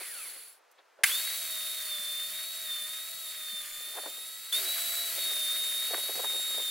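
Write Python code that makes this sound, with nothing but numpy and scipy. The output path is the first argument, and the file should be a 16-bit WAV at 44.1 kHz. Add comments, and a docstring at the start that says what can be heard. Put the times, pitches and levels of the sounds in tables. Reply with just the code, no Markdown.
"""A small table saw rips two hardwood boards on an open patio, heard in stereo with no reverberation.
It brakes to a stop; the switch clicks, the gears clank and it whines up, sagging as a board is fed in.
Then the sound cuts abruptly to a second run, with the blade still spinning up. Each passing tooth gives
a puff, and the puffs sing over the motor's hum, rushing air, the ringing blade and the hollow stand.
Wood knocks, scrapes and groans on the table, and a push stick ticks against the fence."""
import sys
import numpy as np
from scipy import signal
from scipy.fft import rfft, irfft
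from scipy.io import wavfile

SR = 44100
rng = np.random.default_rng(int(sys.argv[2]) if len(sys.argv) > 2 else 0)


def dump_mix(stems):
    """Bounce the given channels to the path in sys.argv[1] as a 16-bit WAV at rate SR."""
    frames = np.atleast_2d(stems).T  # one column per channel
    limited = np.clip(frames, -1, 1)  # hard clip at full scale
    pcm = np.round(limited * 32767).astype(np.int16)
    wavfile.write(sys.argv[1], SR, pcm)


N = 295470
TIME = np.arange(N) / SR
FREQS = np.maximum(np.fft.rfftfreq(N, 1 / SR), 1)
SIDE = np.array([[1], [-1]])   # adds to the left channel, takes from the right

# runs of the saw, one per board: (start [s], speed lacking at the start [0-1], then relative levels:
# air rush [dB], its surge [dB], whine [dB], its surge [dB], octave [dB], third harmonic [dB],
# roar of the stand [dB], rumble [dB])
RUNS = [(1.035, .56, -39, 8, -38.5, 11.5, -56, -51.5, -63.5, -72),
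        (4.523, .125, -35.5, 1.5, -32, 6.5, -53.5, -43.5, -54.5, -74.5)]
# spectrum of the hollow stand: (frequency [Hz], relative level [dB])
STAND_SPECTRUM = [(120, -58), (220, -9.5), (330, -2), (450, 3.5), (600, 2.5), (800, -1), (1000, -8.5),
                  (1500, -4), (3000, -14.5)]

BRAKING = TIME < RUNS[0][0]   # true until the saw is switched on
RUN_INDEX = (TIME >= RUNS[1][0]).astype(int)
RUN_AGE_S = np.maximum(TIME - np.array(RUNS)[RUN_INDEX, 0], 0)
STOP_S, BRAKE_WHINE_DB = 0.6, -54.5


def from_db(db):
    """Decibels to gain."""
    return 10 ** (np.asarray(db) / 20)


def rms_one(x):
    """Scale to unit rms."""
    return x / np.sqrt(np.mean(x ** 2) + 1e-20)


def in_time(table):
    """Read each column after the time column at every sample."""
    times, *columns = np.transpose(table)
    return [np.interp(TIME, times, column) for column in columns]


def gain_at(spectrum):
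    """A spectrum in dB as a gain at every frequency."""
    hz, db = np.transpose(spectrum)
    return from_db(np.interp(np.log(FREQS), np.log(hz), db))


def drift(rate_hz):
    """A smooth random wander with a spread of about 1."""
    step, settle = 20, 4000
    pole = np.exp(-2 * np.pi * step * rate_hz / SR)
    noise = rng.standard_normal(N // step + settle + 2)
    slow = signal.lfilter([1], [1, -2 * pole, pole * pole], noise)[settle:]
    return np.interp(np.arange(N) / step, np.arange(len(slow)), rms_one(slow))


def resonate(x, hz, width_hz):
    """One resonance with gain 1 at its peak."""
    radius = np.exp(-np.pi * width_hz / SR)
    feedback = [1, -2 * radius * np.cos(2 * np.pi * hz / SR), radius ** 2]
    return signal.lfilter(np.array([1, 0, -1]) * (1 - radius ** 2) / 2, feedback, x + 1e-18)


def low_pass(x, hz):
    """Second-order Butterworth low-pass."""
    return signal.sosfilt(signal.butter(2, hz, fs=SR, output="sos"), x + 1e-18)


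def stereo_noise(spectrum):
    """Coloured noise, wide in the bass and narrow in the midrange; its mid signal has rms 1."""
    # stereo width: (frequency [Hz], side minus mid [dB])
    width = [(60, 3.5), (110, 14), (200, 5.5), (380, -3), (700, -2), (1290, -5.5), (2380, -64),
             (4400, -6.5), (8120, -7), (15000, -7.5)]
    mid, side = rfft(rng.standard_normal((2, N))) * gain_at(spectrum)
    mid, side = irfft(mid, N), irfft(side * gain_at(width), N)
    return (mid + side * SIDE) / np.std(mid)


def partial(cycles, flutter_db, flutter_hz, spread):
    """A tone of rms about 1 that flutters as the paths to the two microphones shift."""
    sway = spread * drift(2.9) + 1j * spread * drift(0.45)
    flutter = from_db(flutter_db * drift(flutter_hz) - flutter_db ** 2 / 10)
    tone = np.exp(2j * np.pi * cycles) * flutter
    return np.sqrt(2) * np.real(tone * (1 + sway * SIDE))


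def hump(centre_s, half_width_s):
    """A bell curve in time with a peak of 1."""
    return np.exp(-((TIME - centre_s) / half_width_s) ** 2)


def wavers(table):
    """Brief smooth rises and dips of a level, in dB."""
    return sum(db * hump(s, half_width) for s, half_width, db in table)


def eased(db, rise_s=0.0014):
    """Smooth a level so that it never jumps."""
    pole = np.exp(-1 / (rise_s * SR))
    return db[0] + signal.lfilter([1 - pole], [1, -pole], db - db[0])


def saw_level(run_db, brake_db, release_s=0.38, cover_db_per_s=2.0):
    """A level in dB that dies with the braking blade, and in a run sinks as the board covers it."""
    release = np.clip((STOP_S - TIME) / release_s, 1e-4, 1)
    braking_db = brake_db + 20 * np.log10(release)
    return eased(np.where(BRAKING, braking_db, run_db - cover_db_per_s * RUN_AGE_S))


def tooth_rate(lacking, spin_up_s=0.057):
    """The blade brakes, then in each run gains speed towards what the feed allows."""
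    # the blade slowing under the brake: (time [s], tooth rate [Hz])
    slowing = [(0, 2340), (.05, 2000), (.1, 1900), (.15, 1470), (.2, 1320), (.25, 1130), (.35, 670),
               (.56, 140)]
    # speed that the feed of each board allows: (time [s], tooth rate [Hz])
    first_board = [(1.33, 3859), (1.36, 3860), (1.61, 3680), (1.76, 3747), (1.83, 3636), (1.89, 3633),
                   (1.96, 3553), (2.21, 3591), (2.49, 3793), (2.64, 3779), (2.69, 3628), (2.72, 3592),
                   (2.84, 3571), (2.87, 3633), (3.09, 3797), (3.21, 3827), (3.27, 3693), (3.34, 3763),
                   (3.41, 3645), (3.6, 3586), (3.64, 3518), (3.89, 3605), (4.06, 3621), (4.25, 3765),
                   (4.5, 3844)]
    second_board = [(4.8, 3915), (5.084, 3897), (5.178, 3787), (5.43, 3643), (5.514, 3650), (5.552, 3723),
                    (5.742, 3688), (5.884, 3758), (6.21, 3802), (6.284, 3702), (6.484, 3749), (6.69, 3643)]
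    allowed_hz = np.where(RUN_INDEX, in_time(second_board)[0], in_time(first_board)[0])
    spin_up = 1 - lacking * np.exp(-RUN_AGE_S / spin_up_s)
    return np.where(BRAKING, in_time(slowing)[0], allowed_hz * spin_up)


def whine_level(tooth_hz, run_db, surge_db, surge_s=0.13, cover_db_per_s=0.81):
    """The whine is loud at a start, sinks as the blade is covered, and varies as its pitch moves."""
    # how strongly the saw radiates the whine: (tooth rate [Hz], gain [dB])
    radiation = [(1900, -2), (3000, -14.5), (3420, -0.5), (3550, -0.5), (3590, 2), (3650, -1.5), (3710, -1),
                 (3765, -4), (3822, -6), (3880, -4), (3920, -9)]
    # brief swells and dropouts of the whine: (time [s], half-width [s], change [dB])
    swells = [(1.22, 0.013, -8), (1.27, 0.046, 4.5), (1.463, 0.024, -4), (1.86, 0.04, -8),
              (1.932, 0.034, 2.5), (2.303, 0.035, -8), (2.708, 0.017, 4.5), (2.88, 0.013, -9),
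              (3.54, .07, 4), (3.674, 0.033, -11.5), (3.904, 0.66, -5), (4.63, 0.029, -12),
              (4.71, .03, 5.5), (4.99, 0.033, 3.5), (5.136, 0.037, -16), (5.5, .02, 3), (6.29, 0.048, 2.5),
              (6.6, 0.11, 1)]
    db = run_db + surge_db * np.exp(-RUN_AGE_S / surge_s) - cover_db_per_s * RUN_AGE_S
    db += np.interp(tooth_hz, *np.transpose(radiation)) + wavers(swells)
    braking_db = BRAKE_WHINE_DB - 6 * np.minimum(TIME / 0.23, 2) ** 4
    return eased(np.where(BRAKING, braking_db, db))


def tooth_whine(cycles, tooth_hz, whine_db, octave_db, third_db, fourth_db):
    """Every passing tooth gives a puff; uneven teeth and gear play blur the tone, most at low speed."""
    # brief swells and dropouts of the octave: (time [s], half-width [s], change [dB])
    octave_swells = [(1.18, .04, 5.5), (2.05, 0.16, -8), (4.88, .12, 8), (5.5, 0.089, -11),
                     (6.1, 0.091, -14), (6.42, 0.22, 9)]
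    slack = np.clip(1 - tooth_hz / 3600, 0, 1)
    cycles = cycles + (0.027 + 0.082 * slack) * drift(64)
    whine = from_db(whine_db + 0.5 * drift(17))
    whine = whine * partial(cycles, flutter_db=0.44, flutter_hz=13.6, spread=0.023)
    for harmonic, db in enumerate([octave_db + wavers(octave_swells), third_db, fourth_db], start=2):
        overtone = partial(harmonic * cycles, flutter_db=2.5, flutter_hz=13.5, spread=0.18)
        whine += ~BRAKING * (1 - slack) ** 2 * from_db(db) * overtone
    # while braking, the octave sings out as it falls through the housing's resonance
    falling_octave = from_db(-48) * (TIME < STOP_S) * np.sin(4 * np.pi * cycles)
    return whine + resonate(resonate(falling_octave, 2500, 650), 2260, 650)


def air_rush(cycles, shaft_turns, air_db, load):
    """Air and chips leave the teeth in puffs; gears and cut rasp with each turn, more under load."""
    # spectra of the rushing air and of the rasp: (frequency [Hz], relative level [dB])
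    air_spectrum = [(1500, -32), (3000, -2.5), (4000, 0.5), (4700, 0), (5150, -4), (7000, -2), (8300, 1.5),
                    (9500, 3.5), (10700, 0), (13000, 2.5), (14000, 1.5), (15600, 0)]
    rasp_spectrum = [(600, -31.5), (1000, -11), (1250, -5), (1600, -1.5), (1850, -1), (2250, 1), (2800, -4),
                     (3500, -4), (4500, -7.5), (8000, -15.5)]
    puffs = 1 + 0.12 * np.cos(2 * np.pi * cycles)
    air = from_db(air_db + 1 + 1.2 * drift(150) + 0.18 * drift(24)) * puffs * stereo_noise(air_spectrum)
    throb = 1 + 0.4 * ~BRAKING * np.cos(2 * np.pi * shaft_turns)
    rasp_db = air_db + np.where(BRAKING, -3.5, -9.5 + 1.5 * load)
    grain_db = 1.6 * drift(125) + 0.87 * drift(5.8)
    return air + from_db(rasp_db + grain_db) * throb * stereo_noise(rasp_spectrum)


def blade_ring(air_db, load, load_db=6):
    """The steel disc rings at fixed pitches, shaken by the brake or, the heavier it is, by the cut."""
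    # modes of the blade: (frequency [Hz], width [Hz], relative level cutting [dB], braking [dB])
    modes = [(3560, 78, -12.5, -17), (4440, 40, -14.5, -10), (7570, 80, -46, -14), (8630, 76, -20.5, -16),
             (9870, 300, -30, -1), (10095, 48, -6.5, -3), (11100, 58, -10.5, -5.5), (13150, 200, -22, -12)]
    mid, side = rng.standard_normal((2, N))
    shake = mid + 0.61 * side * SIDE
    ring = 0
    for hz, width, cut_db, brake_db in modes:
        shaken_db = np.where(BRAKING, brake_db + 1.5, cut_db + load_db * (load - 1))
        ring += from_db(air_db + shaken_db + 2 * drift(10)) * rms_one(resonate(shake, hz, width))
    return ring


def stand_draught(roar_db, rumble_db, lump_db=2.5, pan_db=3):
    """The cooling draught roars in the hollow stand and rumbles in lumps, more to the left."""
    # spectrum of the rumble: (frequency [Hz], relative level [dB])
    rumble_spectrum = [(15, 14), (30, -4), (60, -2.5), (120, -3), (200, 2), (400, -9), (1000, -24)]
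    rumble = from_db(rumble_db + lump_db * drift(7) + pan_db * SIDE) * stereo_noise(rumble_spectrum)
    return from_db(roar_db) * stereo_noise(STAND_SPECTRUM) + rumble


def patio_ambience(level_db=-66):
    """The steady quiet of the patio around the microphones."""
    # spectrum of the outdoor background: (frequency [Hz], relative level [dB])
    spectrum = [(30, -33), (160, -39), (300, -12), (460, 1), (800, 0), (1500, -0.5), (3000, -8),
                (6000, -14.5), (15000, -25)]
    return from_db(level_db) * stereo_noise(spectrum)


def knocks_and_switch(grain_db=4, scrape_share=0.05, scrape_s=0.029):
    """Wood knocks and the switch clicks, each a short flurry of contacts that ring the table."""
    # knocks of wood on the table, and the click of the switch just before the start (0.99 s):
    # (time [s], relative level [dB], rise and decay [s], low-pass [Hz])
    impacts = [(.01, -44.5, 0.0063, 790), (0.164, -57, 0.0098, 700), (0.26, -55, .012, 5000),
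               (.36, -56.5, .016, 800), (0.793, -54.5, .01, 5040), (.99, -47, .003, 887),
               (1.007, -52, 0.014, 724), (3.973, -40, 0.015, 903), (3.983, -36.5, 0.003, 1483),
               (3.989, -40, 0.0064, 1390), (4.039, -43, 0.0058, 1100), (4.06, -34.5, 0.0029, 1070),
               (4.076, -46.5, 0.018, 800), (4.682, -49.5, .018, 499.6), (5.18, -44, 0.0096, 650),
               (5.32, -47, 0.0084, 805), (5.911, -40.5, 0.0093, 802), (5.936, -26.5, 0.0022, 1000),
               (5.944, -25.5, 0.0023, 2200), (5.982, -40, 0.0099, 1100), (6.093, -37, 0.0084, 800),
               (6.198, -33, 0.0051, 890), (6.245, -33, 0.0076, 1380), (6.348, -44, 0.013, 700),
               (6.394, -43, .0037, 1002), (6.582, -36, 0.0024, 1100), (6.549, -45, 0.0037, 3000),
               (6.599, -43, .005, 698)]
    # modes of the board on the table top: (frequency [Hz], width [Hz], relative level [dB])
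    modes = [(292, 45, -14), (388, 94, -4), (561, 180, 1), (803, 205, 1), (1025, 240, -1.5),
             (1660, 350, -0.5), (2170, 620, -4.5), (3600, 750, -3)]
    out, half = np.zeros((2, N)), SR // 12
    offsets = np.arange(-half, half)
    age = offsets / SR
    for s, db, length, bright_hz in impacts:
        mid, grain, side = rng.standard_normal((3, 2 * half))
        contacts = (mid + 0.27 * side * SIDE) * from_db(grain_db * grain)
        swell = np.exp(-np.abs(age) / length) + scrape_share * np.exp(-(age / scrape_s) ** 2)
        force = low_pass(contacts * swell, bright_hz)
        ring = sum((-1) ** k * from_db(mode_db) * resonate(force, hz, width)
                   for k, (hz, width, mode_db) in enumerate(modes))
        ring *= from_db(db - 2) * np.sqrt(np.mean(swell ** 2) / np.mean(ring ** 2))
        at = round(s * SR) + offsets
        inside = (at >= 0) & (at < N)
        out[:, at[inside]] += ring[:, inside]
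    return out


def stick_taps(length_s=0.0024):
    """The plastic push stick ticks against the fence."""
    # light taps of the stick: (time [s], level [dB])
    taps = [(.716, -59), (.724, -63)]
    swell = sum(from_db(db) * np.exp(-np.abs(TIME - s) / length_s) for s, db in taps)
    return swell * stereo_noise([(2000, -25), (7000, 0), (15000, -1)])


def gear_clank(crack_s=0.0036, crack_top_hz=13000):
    """The starting jolt takes up the gear play in a few quick blows that crack and ring the housing."""
    # gear teeth slamming together: (time [s], relative level [dB])
    clanks = [(1.0347, 0.5), (1.037, -1), (1.0396, -4), (1.0412, -3.5), (1.046, -24), (1.0497, -9.5),
              (1.067, -17), (1.098, -19), (1.198, -21), (1.274, -19), (1.322, -24)]
    # modes of the gear housing: (frequency [Hz], relative level [dB], time to fall 60 dB [s])
    modes = [(777, -41, 0.052), (1156, -34, .07), (1568, -20.5, 0.062), (1710, -20.5, 0.036),
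             (2023, -19, 0.06), (2150, -17.5, 0.045), (2343, -20.5, 0.047), (2600, -31, 0.04),
             (3060, -23.5, 0.018), (3530, -25, 0.03), (4110, -26, 0.025), (9100, -19, 0.02),
             (10050, -21, 0.035)]
    # spectrum of the crack: (frequency [Hz], relative level [dB])
    spectrum = [(40, -37), (250, -36), (700, -11.5), (1600, 12), (4000, 4.5), (5200, 4), (15000, 1)]
    starts = [round(s * SR) for s, _ in clanks]
    blows = np.zeros(N)
    blows[starts] = from_db([db for _, db in clanks])
    fading = signal.lfilter([1], [1, -np.exp(-1 / (crack_s * SR))], blows + 1e-18)
    out = from_db(-21) * fading * low_pass(stereo_noise(spectrum), crack_top_hz)
    age = TIME[:SR // 5]
    for k, (hz, db, t60) in enumerate(modes):
        ring = (-1) ** k * np.sin(2 * np.pi * hz * age) * from_db(db - 3 - 60 * age / t60)
        for start in starts:
            out[:, start:start + len(age)] += blows[start] * ring
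    return out


def motor(shaft_turns, load, air_db, growl_orders=(4, 6, 8, 10), whistle_orders=(36, 48)):
    """At multiples of the shaft rate the motor hums and growls, and fan and commutator whistle."""
    # the motor's hum: (time [s], relative level [dB])
    hum_levels = [(1.04, -73), (1.12, -56.5), (2.4, -58.5), (4.0, -65.5), (4.5, -69), (4.58, -51.5),
                  (5.3, -55.5), (5.8, -57), (6.7, -80)]
    # tones that grow with the load, one per growl order: (relative level [dB], flutter [dB])
    growls = [(-60.5, -1.5), (-57, 3), (-64, -3), (-65.5, 10)]
    # high tones, one per whistle order: (level relative to air_db [dB], flutter [dB])
    whistles = [(-15, 4.5), (-12, 1)]
    hum_db, = in_time(hum_levels)
    wobble = drift(60)
    rough_turns, steady_turns = shaft_turns + 0.0062 * wobble, shaft_turns + 0.0005 * wobble
    out = from_db(hum_db - 4) * partial(2 * rough_turns, flutter_db=1.5, flutter_hz=9.2, spread=0.024)
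    for order, (db, flutter_db) in zip(growl_orders, growls):
        growl = partial(order * rough_turns, flutter_db, flutter_hz=24, spread=0.008)
        out += from_db(db - 6 + 4 * load) * growl
    for order, (db, flutter_db) in zip(whistle_orders, whistles):
        whistle = partial(order * steady_turns, flutter_db, flutter_hz=16, spread=0.3)
        out += from_db(air_db + db) * whistle
    return out * ~BRAKING


def gear_ripple(cycles, air_db, ring_hz=4405, ring_width_hz=80):
    """Gear ripple adds tones above the whine; they swell where they meet a ring of the blade."""
    # side tones of the whine: (frequency [multiples of the tooth rate])
    ratios = [1.1466, 1.1714, 1.2202]
    ripple = sum(partial(ratio * cycles + 0.12 * drift(23), flutter_db=3.5, flutter_hz=16, spread=0.051)
                 for ratio in ratios)
    return from_db(air_db - 10) * resonate(ripple, ring_hz, ring_width_hz)


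def stand_bumps(half_width_s=0.017, width_hz=60):
    """Pressure on the board nudges the stand into short low booms."""
    # dull bumps of the stand: (time [s], frequency [Hz], level [dB])
    bumps = [(2.0, 200, -65), (2.1, 108.3, -71), (2.7, 191, -68), (2.82, 191.8, -66), (3.539, 203, -65),
             (3.78, 70.1, -68)]
    out = 0
    for s, hz, db in bumps:
        boom = resonate(resonate(rng.standard_normal(N), hz, width_hz), hz, width_hz)
        out += from_db(db) * hump(s, half_width_s) * rms_one(boom)
    return out


def wood_scrapes(grain_db=6):
    """A sliding board rubs the table, and the hollow stand sounds with it."""
    # slides of the board: (time [s], relative level [dB], half-width [s])
    scrapes = [(4.023, -57.5, 0.18), (5.37, -58, 0.16), (5.94, -52, 0.065), (6.173, -49.5, 0.08),
               (6.36, -59.5, 0.1), (6.621, -54, 0.2)]
    swell = sum(from_db(db) * hump(s, half_width) for s, db, half_width in scrapes)
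    return swell * from_db(grain_db * drift(60) - 1.5) * stereo_noise(STAND_SPECTRUM)


def wood_groan(roughness=0.02164):
    """Wood sticks and slips on the table top, briefly faster, then slower and slower."""
    # the groan of the sliding board: (time [s], pitch [Hz], level [dB])
    contour = [(4.51, 391, -110), (4.54, 407, -53), (4.57, 425, -64), (4.62, 395, -55.5), (4.66, 368, -55),
               (4.7, 308, -71), (4.74, 289.6, -110)]
    hz, db = in_time(contour)
    slip_hz = hz * (1 + roughness * drift(75))
    return from_db(db) * np.sqrt(2) * np.sin(2 * np.pi * np.cumsum(slip_hz) / SR)


def scene(free_hz=3930, full_load_sag_hz=320, shaft_turns_per_tooth=0.0857, surge_s=0.23):
    """The saw on the patio: one shaft drives whine and motor tones, and its sag tells the load."""
    (_, lacking, rush_db, start_surge_db, whine_db, whine_surge_db,
     octave_db, third_db, roar_db, rumble_db) = np.array(RUNS)[RUN_INDEX].T
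    tooth_hz = tooth_rate(lacking)
    cycles = np.cumsum(tooth_hz) / SR   # one cycle for each passing tooth
    shaft_turns = cycles * shaft_turns_per_tooth
    load = np.clip((free_hz - tooth_hz) / full_load_sag_hz, 0, 1)
    surge_db = start_surge_db * np.exp(-RUN_AGE_S / surge_s)
    air_db = saw_level(rush_db + surge_db, brake_db=-47.5)
    whine = tooth_whine(cycles, tooth_hz, whine_level(tooth_hz, whine_db, whine_surge_db),
                        octave_db=octave_db + surge_db,
                        third_db=saw_level(third_db + surge_db, BRAKE_WHINE_DB),
                        fourth_db=air_db - 17.5)
    tones = whine + gear_ripple(cycles, air_db) + motor(shaft_turns, load, air_db)
    draught = stand_draught(saw_level(roar_db + surge_db - 4, brake_db=-62.5),
                            saw_level(rumble_db - 2, brake_db=-83.5))
    noise = air_rush(cycles, shaft_turns, air_db, load) + blade_ring(air_db, load) + patio_ambience()
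    contacts = gear_clank() + knocks_and_switch() + wood_scrapes() + wood_groan() + stand_bumps()
    return tones + draught + noise + contacts + stick_taps()


def record(dry, cutoff_hz=15850):
    """The top of the treble is cut steeply."""
    return signal.sosfilt(signal.ellip(12, 0.1, 80, cutoff_hz, fs=SR, output="sos"), dry)


dry = scene()
out = record(dry)
dump_mix(out)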